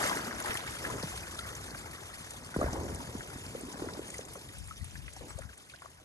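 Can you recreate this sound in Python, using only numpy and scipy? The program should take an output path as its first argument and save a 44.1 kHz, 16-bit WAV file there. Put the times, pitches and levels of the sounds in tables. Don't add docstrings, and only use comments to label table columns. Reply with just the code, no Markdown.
import sys
import numpy as np
from scipy import signal
from scipy.fft import rfft, irfft, next_fast_len
from scipy.io import wavfile
from scipy.ndimage import uniform_filter1d

SR = 44100
rng = np.random.default_rng(int(sys.argv[2]) if len(sys.argv) > 2 else 0)


def digitize_waveform(pressure):
    field = np.atleast_2d(pressure).T
    bounded = np.clip(field, -1, 1)
    quanta = np.round(bounded * 32767).astype(np.int16)
    wavfile.write(sys.argv[1], SR, quanta)


N = 266672


def amp(db):
    return 10 ** (np.asarray(db) / 20)


def unit(x):
    return x / np.sqrt(np.mean(x ** 2) + 1e-20)


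def along(points, hz):
    f, v = np.transpose(points)
    return np.interp(np.log(hz + 1), np.log(f + 1), v)


def curves(rows):
    s, *cols = np.transpose(rows)
    return [np.interp(np.arange(N) / SR, s, c) for c in cols]


def filtered(x, response):
    m = next_fast_len(N + 8192)
    hz = np.fft.rfftfreq(m, 1 / SR)
    return irfft(rfft(x, m) * response(hz), m)[..., :N]


def coloured(x, spectrum):
    return unit(filtered(x, lambda hz: amp(along(spectrum, hz))))


def bell(centre_hz, octaves):
    return lambda hz: np.exp(-(np.log2((hz + 1) / centre_hz) / octaves) ** 2)


def patchy(patchy_db, tall=6, wide=6):
    z = signal.stft(rng.standard_normal((2, N)), nperseg=256)[2]
    field = rng.standard_normal(z.shape[1:])
    field = uniform_filter1d(field, tall, 0)
    field = uniform_filter1d(field, wide, 1)
    return signal.istft(z * amp(patchy_db * unit(field)), nperseg=256)[1][:, :N]


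def spatter(count, spread_db, t60):
    at, size = rng.random((count, 2)).T
    sizes = amp(-2 * spread_db * np.log(1 - .995 * size))
    blows = np.bincount((at * N).astype(int), sizes, N)
    power = signal.lfilter([1], [1, -amp(-120 / (t60 * SR))], blows)
    return unit(np.sqrt(uniform_filter1d(power, size=60) + 1e-12))


def bursts(s, db, t60, tints):
    out = np.zeros((2, N + 4096))
    t = np.arange(4096) / SR
    hz = np.fft.rfftfreq(len(t), 1 / SR)
    envelope_rise = 1 - np.exp(-t / 0.00077)
    for at, level, tint in zip(s, db, tints):
        burst = unit(irfft(rfft(rng.standard_normal((2, len(t)))) * tint(hz)))
        out[:, round(at * SR):][:, :len(t)] += amp(level - 60 * t / t60) * envelope_rise * burst
    return out[:, :N]


def bubbles(s, db, hz, t60, glide, size, rough=0, swell=1.4):
    t = np.arange(size) / SR
    s, db, hz, t60, glide = (np.asarray(v)[:, None] for v in (s, db, hz, t60, glide))
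    pitch = hz * 2 ** (glide * np.minimum(t / (0.38 * t60) - .3, 1))
    if rough:
        wander = uniform_filter1d(rng.standard_normal(pitch.shape), size=70)
        pitch = pitch * 2 ** (rough * unit(wander))
    phase = 2 * np.pi * np.cumsum(pitch, axis=1) / SR
    shape = amp(db - 60 * t / t60) * (1 - np.exp(-(t * hz / swell) ** 1.29))
    at = (np.round(s * SR).astype(int) + np.arange(size)).ravel()
    turns = 0, 2 * np.pi * rng.random(s.shape)
    rows = [np.bincount(at, (shape * np.sin(phase + turn)).ravel(), N + size)[:N] for turn in turns]
    return np.array(rows)


def swarm(count, centre_hz, octaves, cycles, spread_db, size, rise=0.078):
    draw = rng.random((count, 2))
    hz = centre_hz * 2 ** (octaves * rng.standard_normal(count))
    db = -spread_db * np.log(1 - .99 * draw[:, 1])
    return unit(bubbles(draw[:, 0] * N / SR, db, hz, cycles / hz, np.full(count, rise), size))


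def swells(s, db, rise_s, fall_s):
    late = np.arange(N) / SR - s[:, None]
    span = np.where(late < 0, np.reshape(rise_s, (-1, 1)), np.reshape(fall_s, (-1, 1)))
    return amp(2 * (db[:, None] - 20 * np.abs(late) / np.maximum(span, .005))).sum(axis=0)


def near(pair, alike, pan_db):
    turn = np.arccos(np.clip(alike, 0, 1)) / 2
    mid, side = np.cos(turn) * pair[0], np.sin(turn) * pair[1]
    return np.array([(mid + side) * amp(pan_db / 2), (mid - side) * amp(-pan_db / 2)])


# (pitch [Hz], filter gain [dB])
AIR_COLOUR = [(300, -22), (600, 7.5), (1200, -22), (3000, -23.5), (12000, -34)]


def air():
    return amp(-71.0) * coloured(patchy(patchy_db=6.5), AIR_COLOUR)


# (time [s], pitch [Hz], level [dB])
BIRD_NOTE = [(5.286, 7350, -71), (5.295, 7970, -40.5), (5.305, 8300, -62), (5.32, 8260, -59),
             (5.34, 8200, -61)]


def bird():
    hz, db = curves(BIRD_NOTE)
    t = np.arange(N) / SR
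    sounding = (t > BIRD_NOTE[0][0]) * (t < BIRD_NOTE[-1][0])
    note = amp(db) * np.sin(2 * np.pi * np.cumsum(hz) / SR) * sounding
    echoes = rng.standard_normal((2, 4000)) * amp(-60 * t[:4000] / 0.091)
    heard = signal.fftconvolve(note[None], echoes / np.linalg.norm(echoes[0]), axes=1)[:, :N]
    return heard * amp([[1.5], [-1.5]])


# (crest time [s], level [dB], time to lose 20 dB [s])
GUSTS = [(4.63, -40, 0.04), (4.71, -45, 0.05), (4.829, -43.5, 0.1), (4.95, -44, 0.2), (5.035, -49, 0.26),
         (5.231, -51, 0.4), (5.385, -54, 0.16), (5.444, -46.5, 0.06)]
# (pitch [Hz], filter gain [dB])
BUFFET_COLOUR = [(20, -46), (40, -8), (60, 5), (100, 0), (180, -8.5), (300, -19.5), (600, -78)]
GUST_RISE_S, GUST_PAN_DB = 0.084, 15.5


def breeze():
    s, db, fall_s = np.transpose(GUSTS)
    lumps = coloured(patchy(patchy_db=4.5, tall=2, wide=4), BUFFET_COLOUR)
    return np.sqrt(swells(s, db, GUST_RISE_S, fall_s)) * near(lumps, alike=0.46, pan_db=GUST_PAN_DB)


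# (time [s], gurgle level [dB], rumble level [dB])
PIPE_WASH = [(0, -55, -51), (1.25, -53, -50.5), (1.7, -51.5, -49.5), (2.2, -56.5, -54),
             (2.55, -53.5, -54.5), (3.4, -55, -48.5), (3.75, -48.5, -54.5), (4.45, -55, -53),
             (4.65, -67.5, -53), (5.15, -62, -59), (6.05, -66, -64)]
# (crest time [s], gurgle level [dB], rumble level [dB], time to climb 20 dB [s], time to lose 20 dB [s])
BELCHES = [(0.053, -41, -60, 0.5, 0.85), (0.498, -39, -34, -0.05, 0.01), (.93, -42, -47, 0.26, 0.22),
           (2.575, -46, -39, -0.03, 0.25), (2.639, -42, -39, 0.1, 0.17), (2.74, -40.5, -44.5, 0.11, 0.57),
           (2.8, -43, -43, 0.2, 0.77), (3.65, -51.5, -63, 0.4, -0.37), (3.84, -43, -46.5, 0.14, 0.32),
           (5.219, -47.5, -67, -0.02, 0.15)]


def belching(column):
    s, *db, rise_s, fall_s = np.transpose(BELCHES)
    wash_power = amp(2 * curves(PIPE_WASH)[column])
    return np.sqrt(wash_power + swells(s, db[column], rise_s, fall_s))


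# (pitch [Hz], filter gain [dB])
RUMBLE_COLOUR = [(20, -40), (40, -7.5), (60, 3), (85, 0), (130, -1.5), (250, -18), (500, -65)]


def rumble():
    lumps = coloured(patchy(patchy_db=2.5, tall=2, wide=11), RUMBLE_COLOUR)
    return belching(column=1) * near(lumps, alike=0.94, pan_db=1.5)


# (pitch [Hz], filter gain [dB])
GURGLE_COLOUR = [(60, -30), (130, -3), (280, 1.5), (600, 0.5), (1000, -0.5), (2000, -30)]


def pipe():
    pockets = swarm(count=1500, centre_hz=341.0, octaves=0.74, cycles=3.2, spread_db=1.0, size=2000)
    wash = unit(patchy(patchy_db=3.5, tall=1, wide=13))
    gurgle = belching(column=0) * coloured(3.28 * wash + pockets, GURGLE_COLOUR)
    return near(gurgle, alike=0.86, pan_db=0.0)


# (time [s], peak level [dB], first pitch [Hz], last pitch [Hz], length [s])
GULPS = [(0.27, -40.5, 264, 227, 0.046), (0.924, -36, 218, 138, 0.012), (1.033, -29, 594, 360, 0.0044),
         (1.038, -33, 208, 101, 0.027), (2.5628, -22.5, 920, 86, 0.015), (2.59, -23, 300, 450, 0.0053),
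         (2.599, -32, 610, 402, 0.013), (2.613, -23, 740, 464, 0.0091), (2.614, -27.5, 1120, 1450, 0.012),
         (2.62, -25.5, 420, 129, 0.0099), (2.628, -23, 570, 745, 0.0078), (2.641, -22.5, 516, 224, 0.005),
         (2.644, -30, 75, 50.4, 0.052), (2.661, -29, 514, 955, 0.0107), (2.684, -31.5, 940, 1000, 0.0067),
         (2.728, -30.5, 327, 149, 0.01), (2.733, -33, 800, 600, 0.005), (2.777, -36.5, 89, 55, 0.12),
         (2.93, -40, 95, 65, 0.086), (3.151, -31.5, 410, 125, 0.015), (3.359, -36, 236, 265, 0.014),
         (3.466, -39, 298, 168, 0.01), (3.55, -30.5, 455, 606, 0.011), (3.635, -35.5, 330, 230, 0.011),
         (3.646, -41.5, 234, 340, 0.046), (3.684, -34, 298, 382, 0.01), (3.8212, -28, 397, 256, 0.013),
         (3.841, -33.5, 503, 423, 0.01), (3.87, -39, 330, 400, 0.0074), (3.91, -40, 330, 270, 0.0035),
         (3.975, -36, 330, 280, 0.0117), (3.993, -30, 460, 280, 0.0093), (4.192, -31.5, 605, 360, 0.0058),
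         (4.357, -41.5, 593, 450, 0.019), (4.369, -43, 480, 367, 0.017), (5.249, -47, 400, 250, 0.0066),
         (5.38, -44, 546, 610, 0.01)]
GULP_CENTRED_DB, GULP_PAN_PER_DB = -41, 0.01
GULP_SPLASH_DB, GULP_SPLASH_HZ, GULP_SPLASH_T60_S = -13.5, 1180, 0.034


def gulps():
    out = np.zeros((2, N))
    for s, db, first_hz, last_hz, length in GULPS:
        pan_db = GULP_PAN_PER_DB * (db - GULP_CENTRED_DB)
        u = np.linspace(0, 1, int(length * SR))
        period = (1 - u) / first_hz + u / last_hz
        swing = np.sin(np.pi * u ** 0.38) * np.sin(2 * np.pi * np.cumsum(1 / period) / SR)
        out[:, round(s * SR):][:, :len(u)] += amp(db + np.array([[pan_db], [-pan_db]]) / 2) * swing
    s, db = np.transpose(GULPS)[:2]
    tints = [bell(GULP_SPLASH_HZ, octaves=0.83)] * len(s)
    splashes = bursts(s, db + GULP_SPLASH_DB, GULP_SPLASH_T60_S, tints)
    return out + near(splashes, alike=0.8, pan_db=-2.5)


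PIPE_LAG_S = 0.00023


def from_right(pair):
    return filtered(pair, lambda hz: np.exp(np.outer([-1j, 1j], np.pi * hz * PIPE_LAG_S)))


# (time [s], level [dB])
DRIPS = [(0, -44.5), (.3, -55.5), (.5, -49), (.9, -61), (1.6, -89), (4.75, -83), (4.9, -60.5),
         (5.05, -65.5), (5.3, -66.5), (5.66, -79), (5.71, -62.5), (6.05, -74.5)]


def drips():
    plips = swarm(count=3500, centre_hz=2740, octaves=0.395, cycles=14.4, spread_db=3.5, size=900, rise=0.2)
    return amp(curves(DRIPS)[0]) * near(plips, alike=0.09, pan_db=-4.0)


# (time [s], bubble level [dB], bubble pitch [Hz], glide [octaves], slap level against the bubble [dB])
PLINKS = [(.023, -40, 1170, 0.35, -8), (.05, -39, 875, -0.18, -10.5), (.087, -29.5, 1610, 0.068, -6),
          (.113, -22.5, 833, 0.35, -4), (.127, -23.5, 1597, 0.22, -11), (.445, -31, 840, 0.049, -5),
          (.506, -34, 2430, -0.53, 1), (.675, -33.5, 2200, -0.0036, -4), (.413, -33.5, 1035, 0.24, -13),
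          (.485, -33, 597, 0.00089, -9), (.848, -28.5, 1690, 0.49, -6), (.864, -36.5, 674, -0.38, 2),
          (.899, -29, 986, -0.11, -21), (1.39, -30.5, 1370, 0.003, -19), (1.746, -35.5, 1590, 0.22, -4),
          (1.876, -42, 1025, -0.0043, -8), (2.135, -39, 1870, 0.23, -20.5), (2.541, -31, 1460, 0.03, -9),
          (2.754, -35, 835, -0.26, -3), (2.774, -40, 1020, 0.05, -12), (3.002, -36, 1002, 0.83, -7.5),
          (3.207, -36.5, 1554, -0.01, -6.5), (3.329, -45, 845, 0.33, -2), (3.795, -38, 980, 0.39, 0),
          (3.886, -38, 1400, .15, -1), (4.142, -36.5, 1970, 0.03, -8), (4.274, -46.5, 1020, 0.49, 1),
          (4.354, -41, 1120, 0.13, -4.5), (4.489, -44.5, 2000, -0.22, -2), (4.548, -44, 1540, -0.52, -12),
          (4.682, -51.5, 1290, .15, 5.5), (4.709, -32.5, 1280, 0.03, -17), (4.81, -45, 1960, 0.11, -24),
          (4.954, -39, 1710, 0.11, -4.5), (5.079, -41, 1910, 0.46, 0), (5.164, -43.5, 744, -0.14, -3),
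          (5.208, -38, 552, -0.54, -13), (5.282, -52, 860, -0.016, 2), (5.304, -45, 1270, .15, 4),
          (5.388, -35.5, 580, -0.52, -9), (5.418, -46, 1610, 0.69, 1.5), (5.435, -44, 1400, -0.02, -5),
          (5.491, -40.5, 1580, -0.55, -26), (5.53, -46.5, 1720, 0.33, -6), (5.697, -50.5, 2530, 0.3, 1),
          (5.737, -37.5, 1540, 0.34, -27), (5.82, -38.5, 1180, 0.8, -6), (5.844, -47, 666, -0.25, 3),
          (5.857, -43.5, 1090, -0.33, -1)]
PLINK_T60_S, SLAP_T60_S = 0.045, 0.048


def plinks():
    s, db, pitch_hz, glide, slap_db = np.transpose(PLINKS)
    ring_s = np.full(len(s), PLINK_T60_S)
    ring = bubbles(s, db, pitch_hz, ring_s, glide, size=4000, rough=0.049, swell=2.2)
    slaps = bursts(s, db + slap_db, SLAP_T60_S, [bell(hz, octaves=0.79) for hz in pitch_hz])
    return ring + slaps


# (time [s], rms level before fading [dB], colour [Hz])
SPLATS = [(0.058, -39, 5860), (0.401, -28.5, 11500), (0.424, -36.5, 6450), (0.459, -31.5, 9350),
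          (0.541, -31, 9900), (0.571, -24.5, 2650), (1.0266, -32, 4800), (1.175, -35.5, 4200),
          (1.389, -30, 3900), (1.551, -34.5, 6740), (1.706, -38, 4660), (2.306, -34.5, 8000),
          (2.566, -39, 8830), (2.611, -41.5, 7060), (2.7293, -34, 5700), (2.833, -41, 6200),
          (2.857, -43, 5900), (2.9467, -34.5, 8550), (2.957, -41, 6000), (3.014, -43, 6250),
          (3.218, -45, 7300), (3.245, -44, 6000), (3.262, -45, 4800), (3.4633, -40.5, 4900),
          (3.609, -39.5, 8100), (3.7256, -39.5, 6440), (3.935, -39.5, 4930), (4.0805, -39, 9300),
          (4.102, -33, 7650), (4.14, -38, 9600), (4.1814, -32.5, 6560), (4.251, -42, 7300),
          (4.334, -35.5, 11100), (4.584, -39.5, 9000), (4.6735, -41.5, 8960), (4.768, -46, 5640),
          (4.8434, -36.5, 9200), (4.909, -44, 6240), (5.133, -40.5, 7860), (5.1634, -43.5, 5630),
          (5.387, -40, 7650), (5.5767, -42.5, 8400), (5.599, -46, 3230), (5.697, -46, 4340),
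          (5.76, -47, 4450), (5.855, -49, 6500)]
SPLAT_T60_S = 0.027


def splats():
    s, db, colour_hz = np.transpose(SPLATS)

    def tint(centre_hz):
        lift = bell(centre_hz, octaves=0.28)
        return lambda hz: amp(along(SPRAY_COLOUR, hz)) * (0.23 + lift(hz))

    return bursts(s, db, SPLAT_T60_S, map(tint, colour_hz))


# (time [s], spray level [dB], churn level [dB])
FLOW = [(0, -35.5, -30), (.13, -37.5, -35.5), (.25, -44.5, -43), (.75, -45.5, -46.5), (1.3, -46.5, -49.5),
        (1.9, -49.5, -51), (2.5, -50, -52.5), (3.4, -50, -53.5), (4.05, -51, -55), (4.65, -53, -61),
        (5.45, -57.5, -62), (5.85, -59, -65.5), (6.05, -62.5, -63)]
# (crest time [s], spray level [dB], churn level [dB])
SURGES = [(.36, -48.5, -70), (.48, -49, -37.5), (.6, -48, -56), (0.849, -50, -42), (1, -48, -48),
          (1.12, -43.5, -56), (1.47, -54, -45.5), (2.63, -52, -43), (2.755, -54, -51), (4.15, -53.5, -64),
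          (5.29, -53, -57.5)]
SURGE_RISE_S, SURGE_FALL_S = 0.08, 0.26


def flow(column):
    s, *db = np.transpose(SURGES)
    sheet_power = amp(2 * curves(FLOW)[column])
    return np.sqrt(sheet_power + swells(s, db[column], SURGE_RISE_S, SURGE_FALL_S))


# (pitch [Hz], filter gain [dB])
CHURN_COLOUR = [(150, -15), (400, -5), (800, -6), (1600, 3), (2100, 1), (2500, -13), (3000, -27),
                (5000, -15.5)]


def churn():
    spattering = 1.0 + .5 * spatter(count=1500, spread_db=7.5, t60=0.081)
    slaps = unit(patchy(patchy_db=4.0, tall=2, wide=4) * spattering)
    froth = swarm(count=5000, centre_hz=1199, octaves=0.652, cycles=15.5, spread_db=3.0, size=900)
    return flow(column=1) * coloured(slaps + 0.53 * froth, CHURN_COLOUR)


# (pitch [Hz], filter gain [dB])
SPRAY_COLOUR = [(900, -30), (2000, -4.5), (2600, -3.5), (3200, -3), (4200, -7), (5400, -4.5), (7200, -6.5),
                (8100, -10.5), (9300, -4.5), (10100, 0), (10700, -2.5), (11400, -9.5), (12350, -20),
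                (12800, -34)]


def spray():
    spattering = 0.77 + 0.63 * spatter(count=500, spread_db=-4.0, t60=0.094)
    drops = unit(patchy(patchy_db=2.5, tall=4, wide=6) * spattering)
    fizz = swarm(count=4000, centre_hz=6460, octaves=0.517, cycles=140, spread_db=6.0, size=300)
    tinkle = swarm(count=700, centre_hz=4960, octaves=0.76, cycles=225, spread_db=-4.5, size=1800, rise=0.23)
    return flow(column=0) * coloured(drops + 0.15 * fizz + 0.067 * tinkle, SPRAY_COLOUR)


# (pitch [Hz], phase lead [radians])
PORT_LEAD = [(100, .1), (700, 1.15), (1450, 1.75), (2150, 1.9), (2600, 2.45), (2950, 3.05), (3400, 3.3),
             (4500, 5.4), (5000, 4.9), (5400, 3.4), (5800, 6.3), (6600, 6.9), (7200, 6.1), (7600, 6.4),
             (8200, 8.7), (8450, 8), (8700, 6.1), (9000, 5.8), (9700, 3.25), (10250, 3.14), (10800, 2.3),
             (11750, 0)]
# (pitch [Hz], likeness [0 to 1])
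PORT_LIKENESS = [(100, .9), (1000, .75), (2000, .85), (2900, .96), (3500, .83), (4150, .7), (4700, .4),
                 (5600, .45), (6300, .82), (7500, .9), (8000, .35), (9000, .85), (9700, .96), (10200, .995),
                 (10700, .95), (11300, .87), (11900, .95)]
# (pitch [Hz], left over right [dB])
PORT_LEAN = [(300, 12), (800, 8.5), (1400, 3.5), (2300, -2.5), (3500, 3.5), (5400, 1.5), (7300, 5),
             (8500, -11), (9500, 4.5), (10500, 1)]


def ports(pair):
    def heard(side):
        def response(hz):
            turn = np.arccos(np.clip(along(PORT_LIKENESS, hz), 0, 1)) / 2
            port = amp(side * along(PORT_LEAN, hz) / 2) * np.exp(side * .5j * along(PORT_LEAD, hz))
            return port * [np.cos(turn), side * np.sin(turn)]
        return filtered(pair, response).sum(axis=0)
    return np.array([heard(1.0), heard(-1.03)])


def scene():
    pad = ports(spray() + splats() + churn() + plinks()) + drips()
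    drain = from_right(pipe() + gulps()) + rumble()
    return pad + drain + breeze() + bird() + air()


def record(dry):
    return filtered(dry, lambda hz: hz < 12760)


dry = scene()
out = record(dry)
digitize_waveform(out)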